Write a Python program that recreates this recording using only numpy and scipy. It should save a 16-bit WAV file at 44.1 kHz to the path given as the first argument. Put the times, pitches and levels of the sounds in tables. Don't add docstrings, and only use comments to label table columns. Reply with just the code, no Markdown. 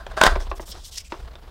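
import sys
import numpy as np
from scipy import signal
from scipy.fft import rfft, irfft
from scipy.io import wavfile
from scipy.ndimage import uniform_filter1d

SR = 44100
rng = np.random.default_rng(int(sys.argv[2]) if len(sys.argv) > 2 else 0)


def wrap_up_sound(samples):
    columns = np.atleast_2d(samples).T
    tamed = np.clip(columns, -1, 1)
    steps = np.round(tamed * 32767).astype(np.int16)
    wavfile.write(sys.argv[1], SR, steps)


N = 66150
TIME_S = np.arange(N) / SR

# [f/Hz, level/dB]
FLOOR_SPECTRUM = [(20, -9), (60, 12), (110, -7), (250, -18.5), (1000, -36), (4000, -38), (16000, -36.5)]
FLOOR_DB = -47

# [t/s, level/dB]
HANDLING_LEVEL = [(0, -50.5), (.3, -43), (.66, -52.5), (.76, -46.5), (.785, -40.5), (.81, -56.5),
                  (1.09, -65), (1.15, -48), (1.315, -51), (1.36, -53.5), (1.5, -47.5)]
# [f/Hz, level/dB]
RUSTLE_SPECTRUM = [(100, 6.5), (220, -4.5), (400, 1), (1100, -2), (2200, -12.5), (4000, -12.5),
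                   (7000, -27.5), (16000, -41.5)]

# [t/s, level/dB]
WOBBLE_LEVEL = [(0, -41.5), (.12, -31), (.24, -56), (.275, -13), (.36, -16), (.45, -24), (.6, -33.5),
                (.74, -38), (1.08, -47), (1.24, -32.5), (1.29, -45.5), (1.5, -41.5)]
# [f/Hz, level/dB]
AIR_SPECTRUM = [(20, -15), (58, 23), (85, -7.5), (300, -51)]
SWAY_HZ, SWAY_WANDER_RMS_HZ = 29.9, 1
SWAY_DB, AIR_DB = -5.5, -6

# [start t/s, length/s, mid-stroke level/dB, swell over stroke/dB, low-pass f/Hz]
BRUSH_STROKES = [(0.393, 0.07, -46.5, -17, 7700), (0.496, .022, -43.5, -25, 6600),
                 (0.55, 0.032, -46, -6, 11500), (0.6, 0.047, -49, -21, 11900),
                 (0.652, 0.064, -43, 6, 12900), (0.714, 0.012, -26, -11, 4500),
                 (0.733, 0.13, -47, -1, 6500), (0.837, 0.058, -42, -3.5, 10010),
                 (0.908, 0.055, -39.5, 7.5, 8600), (0.964, 0.019, -30, 10, 7400),
                 (0.986, 0.024, -41.5, 7, 9000), (1.037, 0.046, -45.5, -5.5, 6500),
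                 (1.093, 0.17, -48.5, -12, 4920)]
# [f/Hz, level/dB]
SKIN_SPECTRUM = [(1200, -5), (2600, -14), (4100, -9), (5400, -2), (7000, -4), (8300, -1), (10500, -6),
                 (16000, 0)]
# [t/s, f/Hz]
GAP_RESONANCE = [(.86, 3400), (.965, 2700), (1.05, 2460)]
GAP_Q = 3.67
BRUSH_ATTACK_S, BRUSH_RELEASE_TAU_S, BRUSH_GRAIN_DB = 0.013, 0.0059, 1.5
CHATTER_HZ, CHATTER_Q, CHATTER_DB = 5360, 6.6, 4.5

# [t/s, level/dB, nominal panel f/Hz, low-pass f/Hz, panel t60/s]
BOX_KNOCKS = [(0.0657, -28.5, 3260, 7540, 0.0071), (0.067, -27, 556, 2510, 0.023),
              (0.27, -15.5, 610, 2480, 0.011), (0.3217, -18, 658, 1950, 0.0087),
              (0.3556, -23, 1016, 4600, 0.025), (0.36, -17, 570, 2940, 0.038),
              (0.365, -22, 373, 1770, 0.061), (0.4038, -23.5, 930, 1940, 0.0078),
              (0.5151, -14.5, 1145, 2050, 0.016), (0.5969, -23, 904, 1930, 0.016),
              (.6005, -27, 360, 1000, 0.017), (0.693, -41, 188, 800, 0.051),
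              (1.1212, -20.5, 953, 4340, 0.02), (1.1250, -27, 340, 1680, 0.041),
              (1.1416, -27.5, 1070, 1990, 0.0092), (1.355, -32.5, 3600, 4900, .008)]
# [nominal f/Hz, level/dB, t60/s]
BOX_MODES = [(322, -23, 0.097), (375, -17, 0.11), (460, -31.5, 0.096), (570, -11.5, 0.025),
             (675, -23.5, 0.18), (824, -21, 0.07)]
# [multiple of panel f, level/dB]
PANEL_OVERTONES = [(1.6, -16), (2.2, -11), (3.1, -15.5)]
PANEL_DB, TAP_DB, TAP_T60_S = 0.5, -7, 0.032

# [f/Hz, level/dB]
CARD_SPECTRUM = [(200, -22), (500, 0.5), (1600, -1.5), (2400, -7), (4800, -9.5), (9200, -18), (10800, -28),
                 (16000, -17.5)]
# [nominal f/Hz, level/dB, t60/s]
TOY_MODES = [(150, -29, 0.06), (645, -14, 0.035), (1040, -11.5, 0.016), (1600, -8, 0.013),
             (1970, -20, 0.012), (3690, -17, 0.008), (4920, -22, 0.009), (8730, -23, 0.004)]
DETUNE_MAX = 0.034

# [t/s, level/dB]
SCRAPE_FORCE = [(0, -42.5), (.09, -68), (.118, -36), (.15, -97.5), (.171, -27.5), (.203, -35), (.216, -26),
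                (.243, -21.5), (.272, -16.5), (.288, -29.5), (.315, -32), (.49, -72)]
SLIPS_PER_S, SLIP_SPREAD_DB, SCRAPE_LOWPASS_HZ = 1800, 2.5, 11500
GRIT_DB, GRIT_RISE_DB_PER_DB = -2, 0.2

# [t/s, level/dB, knock f/Hz, low-pass f/Hz]
WOOD_CLACKS = [(.1755, -15.5, 1660, 3030), (.2124, -7.5, 1450, 3200), (0.2143, -2, 1520, 10950),
               (0.2160, -2.5, 950, 2000), (.2194, -8.5, 680, 2000), (.2338, -12.5, 1420, 3000),
               (.2366, 3, 1560, 11800), (0.2385, -8.5, 1870, 4900), (.2443, -13.5, 1240, 8000),
               (.2490, -8.5, 1120, 3000), (.2555, -13, 930, 2500), (.2585, -13, 1300, 11240),
               (0.265, -7.5, 1890, 13900), (.2663, -6, 1065, 5950), (.2767, -7.5, 1360, 2520)]
CRACK_DB, CRACK_T60_S, CLACK_T60_S = -2.5, 0.014, 0.011

ROOM_T60_S, ROOM_DB, ROOM_LOWPASS_HZ, ROOM_DELAY_S = 0.12, -16, 4930, 0.004
CUTOFF_HZ, CLIP_LEVEL = 15750, 0.88


def from_db(db):
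    return 10 ** (np.asarray(db) / 20)


def rms_one(x):
    return x / np.sqrt(np.mean(x ** 2))


def energy_one(x):
    return x / np.sqrt(np.sum(x ** 2))


def interpolate(at, points):
    return np.interp(at, *np.transpose(points))


def level(points):
    return from_db(interpolate(TIME_S, points))


def fade(t60_s):
    return np.exp(-np.log(1000) * TIME_S / t60_s)


def delayed(x, delay_s):
    return np.concatenate([np.zeros(int(delay_s * SR)), x])[:N]


def soften(x, cutoff_hz):
    return signal.sosfilt(signal.butter(2, cutoff_hz, fs=SR, output="sos"), x)


def noise(spectrum):
    f_hz, level_db = np.transpose(spectrum)
    bins_hz = np.maximum(np.fft.rfftfreq(N, 1 / SR), 1)
    gain = from_db(np.interp(np.log(bins_hz), np.log(f_hz), level_db))
    return rms_one(irfft(rfft(rng.standard_normal(N)) * gain, N))


def grain(depth_rms_db, size):
    return from_db(depth_rms_db * rms_one(uniform_filter1d(rng.standard_normal(N), size)))


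def ringing(modes):
    out = np.zeros(N)
    for k, (f_hz, level_db, t60_s) in enumerate(modes):
        mode_hz = f_hz * (1 + DETUNE_MAX * rng.uniform(-1, 1))
        out += (-1) ** k * from_db(level_db) * fade(t60_s) * np.sin(2 * np.pi * mode_hz * TIME_S)
    return out


def floor_rumble():
    return from_db(FLOOR_DB) * noise(FLOOR_SPECTRUM)


def handling():
    return level(HANDLING_LEVEL) * noise(RUSTLE_SPECTRUM) * grain(3.5, size=700)


def wobble():
    wander = rms_one(uniform_filter1d(rng.standard_normal(N), 1200))
    rate_hz = SWAY_HZ + SWAY_WANDER_RMS_HZ * wander
    sway = rms_one(np.sin(2 * np.pi * np.cumsum(rate_hz) / SR))
    air = noise(AIR_SPECTRUM)
    return level(WOBBLE_LEVEL) * (from_db(SWAY_DB) * sway + from_db(AIR_DB) * air)


def patchy(x, depth_rms_db, size):
    octaves = np.log2(np.maximum(np.fft.rfftfreq(N, 1 / SR), 2000) / 2000)
    bands, spectrum = np.round(2 * octaves), rfft(x)
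    out = np.zeros(N)
    for band in np.unique(bands):
        out += irfft(spectrum * (bands == band), N) * grain(depth_rms_db, size)
    return out


def hollow(x, f_hz):
    w = 2 * np.tan(np.pi * f_hz / SR)
    return signal.lfilter(*signal.bilinear([1, 0, 0], [1, w / GAP_Q, w * w]), x)


def brushes():
    out, pressure = np.zeros(N), np.zeros(N)
    friction = patchy(noise(SKIN_SPECTRUM), 1.52, size=900) * grain(BRUSH_GRAIN_DB, size=70)
    for start_s, length_s, level_db, swell_db, lowpass_hz in BRUSH_STROKES:
        t_s = TIME_S - start_s
        attack = np.clip(t_s / BRUSH_ATTACK_S, 0, 1)
        release = np.exp(-np.maximum(t_s - length_s, 0) / BRUSH_RELEASE_TAU_S)
        swell = from_db(level_db + swell_db * (np.clip(t_s / length_s, 0, 1) - 0.5))
        envelope = attack * release * swell
        gap_hz = interpolate(start_s, GAP_RESONANCE)
        out += envelope * soften(hollow(friction, gap_hz), lowpass_hz)
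        pressure += envelope
    chatter = signal.lfilter(*signal.iirpeak(CHATTER_HZ, CHATTER_Q, fs=SR), out)
    return out + from_db(CHATTER_DB) * chatter * pressure / pressure.max()


def knocks():
    out = np.zeros(N)
    for t_s, level_db, panel_hz, lowpass_hz, t60_s in BOX_KNOCKS:
        tap = from_db(TAP_DB) * fade(TAP_T60_S) * noise(CARD_SPECTRUM)
        panel_modes = [(panel_hz, 0, t60_s)]
        for ratio, over_db in PANEL_OVERTONES:
            panel_modes.append((panel_hz * ratio, over_db, t60_s / np.sqrt(ratio)))
        body = from_db(PANEL_DB) * ringing(panel_modes) + ringing(BOX_MODES)
        out += from_db(level_db) * delayed(soften(body + tap, lowpass_hz), t_s)
    return out


def scrape():
    slip_hits = rng.random(N) < SLIPS_PER_S / SR
    slips = slip_hits * grain(SLIP_SPREAD_DB, size=1) * np.sign(rng.standard_normal(N))
    force = level(SCRAPE_FORCE)
    toy = energy_one(ringing(TOY_MODES))
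    scraped_toy = signal.fftconvolve(rms_one(slips) * force, toy)[:N]
    grit_level = from_db(GRIT_DB) * force * (force / force.max()) ** GRIT_RISE_DB_PER_DB
    grit = grit_level * noise(CARD_SPECTRUM) * grain(1.5, size=50)
    return soften(scraped_toy + grit, SCRAPE_LOWPASS_HZ)


def clacks():
    out = np.zeros(N)
    for t_s, level_db, knock_hz, lowpass_hz in WOOD_CLACKS:
        crack = from_db(CRACK_DB) * fade(CRACK_T60_S) * noise(CARD_SPECTRUM)
        knock = fade(CLACK_T60_S) * np.sin(2 * np.pi * knock_hz * TIME_S)
        blow = knock + crack + ringing(TOY_MODES)
        out += from_db(level_db) * delayed(soften(blow, lowpass_hz), t_s)
    return out


def room(x):
    tail = soften(rng.standard_normal(N), ROOM_LOWPASS_HZ) * fade(ROOM_T60_S)
    tail = delayed(energy_one(tail), ROOM_DELAY_S)
    return x + from_db(ROOM_DB) * signal.fftconvolve(x, tail)[:N]


def scene():
    background = floor_rumble() + handling() + wobble()
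    contacts = brushes() + knocks() + scrape() + clacks()
    return (background + room(contacts))[None]


def record(dry):
    lowpass = signal.ellip(10, 0.1, 80, CUTOFF_HZ, fs=SR, output="sos")
    return signal.sosfilt(lowpass, np.clip(dry, -CLIP_LEVEL, CLIP_LEVEL))


dry = scene()
out = record(dry)
wrap_up_sound(out)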